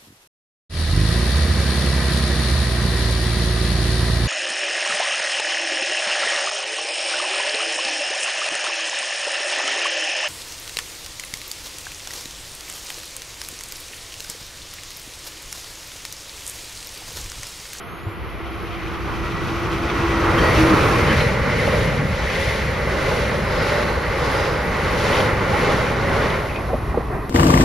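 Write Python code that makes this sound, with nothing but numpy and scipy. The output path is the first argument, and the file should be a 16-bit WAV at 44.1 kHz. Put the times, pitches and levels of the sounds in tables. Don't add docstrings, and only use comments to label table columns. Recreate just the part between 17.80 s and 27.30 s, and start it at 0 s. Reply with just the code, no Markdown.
import sys
import numpy as np
from scipy import signal
from scipy.fft import rfft, irfft, next_fast_len
from scipy.io import wavfile
from scipy.ndimage import uniform_filter1d

SR = 44100
rng = np.random.default_rng(int(sys.argv[2]) if len(sys.argv) > 2 else 0)


def generate_wav(sig):
    pcm = np.round(np.clip(np.atleast_2d(sig).T, -1, 1) * 32767).astype(np.int16)
    wavfile.write(sys.argv[1], SR, pcm)


N = 418744
T = np.arange(N) / SR
SIZE = next_fast_len(N, real=True)
FREQS = np.fft.rfftfreq(SIZE, 1 / SR)
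SIDES = np.array([[.5], [-.5]])
ARRIVES_S, LEAVES_S = 2.866, 8.57

# [f/Hz, lead/rad]
PORT_LEAD = [(40, -.2), (85, -.24), (150, -.33), (250, -.43), (350, -.37), (500, -.55), (600, -.7),
             (860, .4), (1980, -.4), (3100, .2), (4300, 0), (5200, .6), (6800, -1.1), (7700, -2.8),
             (8700, -3.4), (10900, -6.3), (13600, -7.8)]
# [t/s, sleeper level/dB, rail ring level/dB, wheel ring level/dB, hiss level/dB, howl f/Hz, basic half-width/s]
BOGIE_GROUPS = [(2.66, -23.5, -30, -32, -35, 480, 0.12), (2.79, -26, -38, -42, -32, 480.4, .06),
                (3.02, -24.5, -23, -28.5, -33, 450, 0.29), (3.4, -25, -34, -27, -33, 515, 0.11),
                (3.9, -23, -27, -26.5, -33, 530, 0.18), (4.62, -28.5, -32, -27.5, -32.5, 515, 0.19),
                (5.32, -24, -27, -29.5, -34.5, 540, 0.22), (5.92, -23, -24.5, -28.5, -34.5, 535, .16),
                (6.55, -24.5, -24.5, -30, -34.5, 520, 0.18), (7.06, -29, -27.5, -32, -38, 490, 0.17),
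                (7.26, -27, -27.5, -30.5, -31.5, 520, 0.11), (7.39, -21.5, -22, -26.5, -32.5, 535, 0.085),
                (7.87, -23.5, -22.5, -27.5, -33, 500, 0.2), (8.4, -23.5, -24, -29, -36, 550, 0.13)]


def undb(db):
    return 10 ** (np.asarray(db) / 20)


def curve(rows, axis=1):
    rows = np.array(rows)
    return np.interp(T, rows[:, 0], rows[:, axis])


def across(points):
    hz, value = np.transpose(points)
    return np.interp(np.log(FREQS + 1), np.log(hz), value)


def white():
    return rfft(rng.standard_normal(SIZE))


def sound(spectrum):
    return irfft(spectrum, SIZE)[..., :N]


def walk(rate):
    y = sound(white() * np.exp(-.5 * (FREQS / rate) ** 2))
    return y / y.std()


def band(hz, width):
    return 1 / (1 + ((FREQS - hz) / width) ** 2) ** 2


def spread(gain):
    # [f/Hz, coherence 0-1]
    likeness = [(60, .995), (130, .99), (320, .98), (520, .94), (700, .78), (1320, .75), (2100, .85),
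                (4000, .84), (6200, .65), (10000, .55), (13400, .35)]
    # [f/Hz, difference/dB]
    balance = [(200, 0.3), (450, 1), (700, -2.5), (1100, -1.5), (1600, -3.5), (2200, 1.5), (3800, 4),
               (7400, 0.5), (11000, -0.5)]
    common, left, right = white(), white(), white()
    alike, lead = across(likeness), across(PORT_LEAD)
    shared = np.sqrt(alike) * common * np.exp(1j * SIDES * lead)
    separate = np.sqrt(1 - alike) * np.array([left, right])
    summed = np.maximum(1 + alike * np.cos(lead), .5)
    y = sound((shared + separate) * gain * undb(SIDES * across(balance)) / np.sqrt(summed))
    return y / y.mean(axis=0).std()


def roar(spectrum, flutter_db, rate):
    return spread(undb(across(spectrum))) * undb(flutter_db * walk(rate))


def even(x, span=0.24):
    return x / np.sqrt(uniform_filter1d(x.mean(axis=0) ** 2, int(span * SR)) + 0.2)


def tone(hz, blur):
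    return np.sqrt(2) * np.sin(2 * np.pi * np.cumsum(hz + blur * walk(26.6)) / SR)


def blow(start, rise, decay):
    age = np.maximum(T - start, 0)
    shape = (1 - np.exp(-(age / rise) ** 2)) * np.exp(-np.minimum(age / decay, 20))
    return shape / shape.max()


def microphone_hiss():
    # [f/Hz, relative level/dB]
    hiss_colour = [(200, -4), (2300, 11), (3100, 2), (4400, 9), (6500, -48), (9500, -3.5), (10100, 12.5),
                   (10900, 6), (11250, 16), (11550, 13.5), (12300, 4), (14000, 4.5)]
    return roar(hiss_colour, flutter_db=1.5, rate=4.6) * undb(-55)


def chirp():
    # [t/s, f/Hz, level/dB]
    notes = [(0, 4950, -90), (.015, 5020, -64), (.044, 5380, -65), (.047, 5400, -95), (.05, 6250, -64),
             (.09, 6300, -65), (.125, 6500, -64), (.21, 6620, -63), (.29, 7350, -68), (.34, 7340, -70),
             (.37, 7360, -120)]
    return tone(curve(notes, axis=1), blur=39) * undb(curve(notes, axis=2) + 2 * walk(18))


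def eddies(spectrum):
    wind_lead = -1.5
    y = sound(white() * undb(across(spectrum)) * np.exp(1j * wind_lead * SIDES))
    return y / y.mean(axis=0).std()


def rumble():
    # [f/Hz, relative level/dB]
    ground_colour = [(18, -22), (30, -14), (42, 6), (52, 9), (66, 12), (80, 5), (100, 6), (150, -83)]
    # [f/Hz, relative level/dB]
    body_colour = [(55, -13), (85, -1.5), (130, 1.5), (180, -2.5), (225, -5), (270, -10.5), (310, -16.5),
                   (420, -29), (700, -80)]
    # [t/s, ground level/dB, car-body level/dB]
    lows = [(0, -52, -42), (.45, -33.5, -40), (.85, -36, -37.5), (1.4, -30, -32.5), (1.68, -33, -27.5),
            (2.1, -27.5, -29), (2.75, -21.5, -20), (3.3, -26.5, -19.5), (3.65, -27, -23), (4.2, -27, -21),
            (4.45, -25.5, -29.5), (5.4, -27.5, -25.5), (6.4, -27, -29.5), (7.05, -28.5, -27),
            (7.4, -27.5, -24), (8.4, -29, -25), (8.75, -28.5, -32), (9.05, -24.5, -30), (9.5, -31, -34.5)]
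    # [t/s, share 0-1]
    wind_share = [(0, .75), (1.1, .6), (1.5, .25), (2.1, .02), (2.4, 0)]
    wind = curve(wind_share)

    def with_breeze(colour):
        train = np.sqrt(1 - wind) * spread(undb(across(colour)))
        return even(train + np.sqrt(wind) * eddies(colour))

    ground = with_breeze(ground_colour) * undb(curve(lows, axis=1) + 0.41 * walk(12))
    bodies = with_breeze(body_colour) * undb(curve(lows, axis=2) + 1.2 * walk(28))
    return ground + bodies


def rail_song():
    # [f/Hz, relative level/dB]
    song_colour = [(560, -25), (700, 8), (840, -14), (1120, -7), (1310, 2), (1480, -8), (1720, -22),
                   (2020, -4), (2250, -9), (2700, -12), (3150, -7), (3550, -18), (4300, -35), (6000, -50)]
    early = ARRIVES_S - T
    growth = undb(-35.5 - 3.5 * np.maximum(early, 0))
    swell = growth * (.5 + .5 * np.tanh(early / .3))
    return roar(song_colour, flutter_db=2.3, rate=8) * swell


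def knocks():
    # [t/s, f/Hz, rise/s, decay/s, level of the pitched part/dB, rattle against it 0-1]
    thuds = [(.262, 102, 0.0069, 0.017, -18.5, 0.1), (2.758, 121, 0.012, 0.02, -14, 0.17),
             (3.362, 83, 0.0066, .014, -13, 0), (3.868, 74, .008, .014, -15, 0.54),
             (3.937, 149, 0.0073, 0.013, -18, 0.46), (4.046, 164, 0.0056, 0.014, -18, 0.1),
             (4.114, 129, .007, 0.015, -19, 0.4), (4.19, 135, .007, .014, -18, 0.14),
             (4.243, 150, 0.0054, 0.0093, -22, 0), (4.275, 138, 0.0059, 0.0096, -22, 0),
             (4.295, 74, 0.011, .018, -15, 0), (4.669, 109, 0.0092, .016, -18, 0.2),
             (8.898, 760, 0.0044, 0.014, -24, 1), (8.931, 496, 0.0012, 0.0069, -10, 0.2),
             (8.939, 604, 0.0017, 0.0055, -14.5, 0.4), (8.941, 250, 0.0043, .009, -20, .1),
             (9.005, 95, .015, 0.034, -21, .05), (9.142, 800, 0.002, 0.011, -21.5, 1),
             (9.173, 472, 0.002, 0.0053, -9, 0.3), (9.176, 247, 0.0034, 0.0087, -21, 0.2),
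             (9.204, 84, 0.0052, 0.0067, -17, 0.35)]
    loose = spread(band(480, 510))
    total = 0
    for s, hz, rise, decay, db, rattle in thuds:
        body = np.sin(2 * np.pi * hz * (T - s)) + rattle * loose
        total = total + undb(db) * blow(s, rise, decay) * body
    return total


def scrapes():
    # [t/s, f/Hz, width/Hz, length/s, level/dB]
    rubs = [(2.103, 3170, 690, 0.0087, -34), (3.313, 1750, 200, 0.052, -24.5), (3.3, 3000, 200, .022, -31),
            (3.41, 3980, 300, 0.05, -40), (5.82, 4940, 500, 0.16, -41), (5.9, 4050, 350, 0.26, -42),
            (6.2, 4300, 450, .13, -48), (6.58, 4970, 450, 0.25, -43.5), (6.52, 4000, 350, 0.17, -51),
            (7.747, 820, 90, 0.044, -23.5), (8.7, 2480, 300, .018, -36), (8.767, 2494, 140, 0.018, -32)]
    total = 0
    for s, hz, width, length, db in rubs:
        swell = np.exp(-((T - s) / length) ** 2)
        total = total + spread(band(hz, width)) * undb(db) * swell
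    return total


def clicks():
    # [t/s, level at the top of the burst/dB]
    wheel_blows = [(2.098, -24), (2.581, -28), (2.757, -27), (3.272, -22), (3.406, -23), (4.5, -27),
                   (5.32, -35), (5.759, -28), (5.972, -31), (7.152, -33), (7.205, -30), (7.328, -23),
                   (7.367, -22), (7.402, -22), (7.846, -27), (8.43, -30), (8.5, -27), (8.759, -31)]
    steel = spread(band(500, 350) + 2.9 * band(2570, 1500) + 0.11 * band(2500, 1700))
    return steel * sum(undb(db) * blow(s, rise=0.00085, decay=0.0074) for s, db in wheel_blows)


def wheel_song():
    # [t/s, f/Hz, rise/s, decay/s, peak level/dB]
    modes = [(2.579, 1712, .006, .03, -25), (2.577, 3171, .008, .032, -27), (2.585, 4565, .04, .09, -36),
             (2.572, 1912, .006, .04, -27), (2.612, 1912, .045, .07, -23), (2.772, 1885, .012, .05, -28),
             (3.385, 4090, .015, .035, -35)]
    total = 0
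    for s, hz, rise, decay, db in modes:
        mode = tone(hz, blur=9) / np.sqrt(2)
        total = total + undb(db) * blow(s, rise, decay) * mode
    return total


def locomotive():
    # [t/s, pitch ratio]
    doppler_ratio = [(0, 1), (1.8, 1), (2.3, .996), (2.55, .985), (2.66, .98), (2.8, .961), (3.05, .958),
                     (3.4, .95)]
    # [f while approaching/Hz, relative level/dB]
    blower_tones = [(338, 0), (329, -6), (319, -10)]
    # [t/s, level/dB]
    hum_level = [(0, -59), (.15, -47), (.7, -41), (2.1, -30.5), (2.56, -24.5), (2.72, -33), (2.8, -18.5),
                 (3.0, -24), (3.08, -39), (3.3, -30.5), (3.6, -83)]
    # [f while approaching/Hz, relative level/dB]
    motor_tones = [(1100, -5), (1295, -3), (1335, -7), (1405, -6), (1465, -6), (1946, -2.5), (1905, -6),
                   (2300, -10), (3220, -18)]
    # [t/s, level/dB]
    whine_level = [(0, -55), (1.25, -52), (1.45, -40.5), (1.75, -41.5), (1.88, -47), (2.25, -36.5),
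                   (2.5, -36), (2.66, -32), (2.9, -39), (3.5, -75)]
    doppler = curve(doppler_ratio)
    hum = sum(undb(db) * tone(hz * doppler, blur=3.6) for hz, db in blower_tones)
    hum = hum * undb(1.8 * walk(3.6))
    whine = sum(undb(db + 3 * walk(23)) * tone(hz * doppler, blur=13) for hz, db in motor_tones)
    left_heavy = undb(1.4 * SIDES)
    return hum * undb(curve(hum_level)) + whine * undb(curve(whine_level)) * left_heavy


def passage(axis, front_db, approach_db_per_s, body_db, stretch, reach, fade_db_per_s=0, lag_s=0):
    arrived = .5 + .5 * np.tanh((T - ARRIVES_S) / 0.4)
    front = undb(front_db + approach_db_per_s * np.minimum(T - ARRIVES_S, 0))
    coaches = undb(body_db - fade_db_per_s * np.maximum(T - LEAVES_S, 0))
    power = front ** 2 * (1 - arrived) + coaches ** 2 * arrived
    for row in BOGIE_GROUPS:
        away = (T - row[0] - lag_s) / (row[-1] * stretch)
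        power = power + undb(row[axis]) ** 2 * (1 + reach * away ** 2) ** (-1 / reach)
    return np.sqrt(power)


def approaching(x, far_s=2.5):
    loss_db_per_s = 4
    dull = sound(rfft(x, SIZE) * undb(-loss_db_per_s * far_s * (FREQS / 5000) ** 2))
    far = np.clip((ARRIVES_S - T) / far_s, 0, 1) ** 2
    return far * dull + (1 - far) * x


def screened():
    return undb(-3 * np.clip((T - LEAVES_S) / 0.39, 0, 1))


def howl():
    width_hz = 38
    hz = curve(BOGIE_GROUPS, axis=5)
    lead = np.interp(hz, *np.transpose(PORT_LEAD))
    phase = 2 * np.pi * np.cumsum(hz) / SR + lead * SIDES
    return walk(width_hz) * np.cos(phase) + walk(width_hz) * np.sin(phase)


def sleeper_noise(behind):
    # [f/Hz, relative level/dB]
    sleeper_colour = [(230, -34), (310, -11), (390, -2), (450, 1.5), (510, 1.5), (600, 1), (660, -5),
                      (730, -21), (900, -68)]
    bounce = passage(axis=1, front_db=-30.0, approach_db_per_s=6.0, body_db=-32.5, stretch=1.01, reach=0.4)
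    sleepers = roar(sleeper_colour, flutter_db=1.0, rate=40) + undb(-4.5) * howl()
    return even(sleepers) * np.sqrt(1 - behind) * bounce


def rail_noise(front, behind):
    # [f/Hz, relative level/dB]
    loco_colour = [(170, -53), (260, -0.5), (400, 4.5), (560, -16.5), (700, -8.5), (780, -3.5), (850, -3),
                   (930, -2.5), (1080, 1), (1290, -1), (1450, -4), (1600, -6.5), (1800, -12), (2300, -82)]
    # [f/Hz, relative level/dB]
    coach_colour = [(560, -6), (700, -8), (790, 3), (850, 4), (950, 0), (1130, 3), (1260, -0.5), (1450, 3),
                    (1650, -2.5), (1850, -12), (2300, -62)]
    # [f/Hz, relative level/dB]
    behind_colour = [(150, 0), (220, -3), (420, 3.5), (520, -6.5), (700, -1), (900, -6.5), (1060, -1),
                     (1400, -11.5), (1720, -15.5), (1890, -8), (2060, -13.5), (2230, -24), (2500, -15.5),
                     (3100, -45.5)]
    rail_ring = passage(axis=2, front_db=-25.0, approach_db_per_s=6, body_db=-34.0, fade_db_per_s=1.0,
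                        stretch=1.27, reach=0.47)
    loco = roar(loco_colour, flutter_db=1.35, rate=5.6) * np.sqrt(front) * undb(2.0)
    coaches = roar(coach_colour, flutter_db=.7, rate=12) * np.sqrt((1 - front) * (1 - behind)) * undb(-1.8)
    leaving = roar(behind_colour, flutter_db=1.5, rate=8.5) * np.sqrt(behind) * undb(5)
    return (loco + coaches + leaving) * rail_ring


def wheel_noise():
    # [f/Hz, relative level/dB]
    wheel_colour = [(1200, -12.5), (1600, -6), (1850, 2), (2050, 4), (2300, -2), (2650, -10), (3100, -11),
                    (4500, -101)]
    wheel_ring = passage(axis=3, front_db=-32.0, approach_db_per_s=5.5, body_db=-35.5, fade_db_per_s=13,
                         stretch=1.14, reach=0.36)
    return roar(wheel_colour, flutter_db=1.0, rate=9.9) * wheel_ring


def contact_hiss(front):
    # [f/Hz, relative level/dB]
    coach_hiss_colour = [(1900, -9), (2700, 3.5), (3200, 2), (4100, 2), (5000, -2.5), (6000, -5.5),
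                         (7500, -13.5), (10800, -53.5), (13500, -30)]
    # [f/Hz, relative level/dB]
    loco_hiss_colour = [(1700, -10.5), (2400, 10), (3100, 1.5), (3700, 0), (5000, -4.5), (6000, -5),
                        (7500, -17.5), (10800, -17.5), (13500, -20)]
    contact = passage(axis=4, front_db=-33.5, approach_db_per_s=5.0, body_db=-40.5, fade_db_per_s=10.5,
                      stretch=0.92, reach=0.16)
    coach_hiss = roar(coach_hiss_colour, flutter_db=0.8, rate=15) * np.sqrt(1 - front) * undb(-0.5)
    loco_hiss = approaching(roar(loco_hiss_colour, flutter_db=1.03, rate=18)) * np.sqrt(front) * undb(3.0)
    return (coach_hiss + loco_hiss) * contact


def fine_sizzle():
    # [f/Hz, relative level/dB]
    sizzle_colour = [(3500, -27), (6000, 4), (7500, -39), (9200, 5.5), (10800, 6.5), (12000, -1),
                     (13500, -4.5)]
    overhead = passage(axis=4, front_db=-44, approach_db_per_s=17, body_db=-39.5, fade_db_per_s=12,
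                       stretch=0.76, reach=.15, lag_s=0.023)
    return roar(sizzle_colour, flutter_db=1.2, rate=17) * overhead * undb(-14.5)


def rolling():
    # [t/s, share 0-1]
    loco_share = [(0, 0.95), (2.2, 0.9), (3.1, 0.78), (3.6, 0.06), (4.3, 0.14)]
    # [t/s, share 0-1]
    behind_share = [(4.5, 0.01), (7.2, 0.07), (8.5, 0.14), (8.9, 0.47), (9.1, 1)]
    front, behind = curve(loco_share), curve(behind_share)
    treble = (wheel_noise() + contact_hiss(front)) * screened()
    return sleeper_noise(behind) + rail_noise(front, behind) + treble + fine_sizzle()


def scene():
    background = microphone_hiss() + chirp() + rumble() + rail_song()
    details = knocks() + scrapes() + clicks() + wheel_song()
    return background + details + locomotive() + rolling()


def record(dry):
    return signal.sosfilt(signal.ellip(10, .2, 70, 13600, fs=SR, output="sos"), dry)


dry = scene()
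out = record(dry)
generate_wav(out)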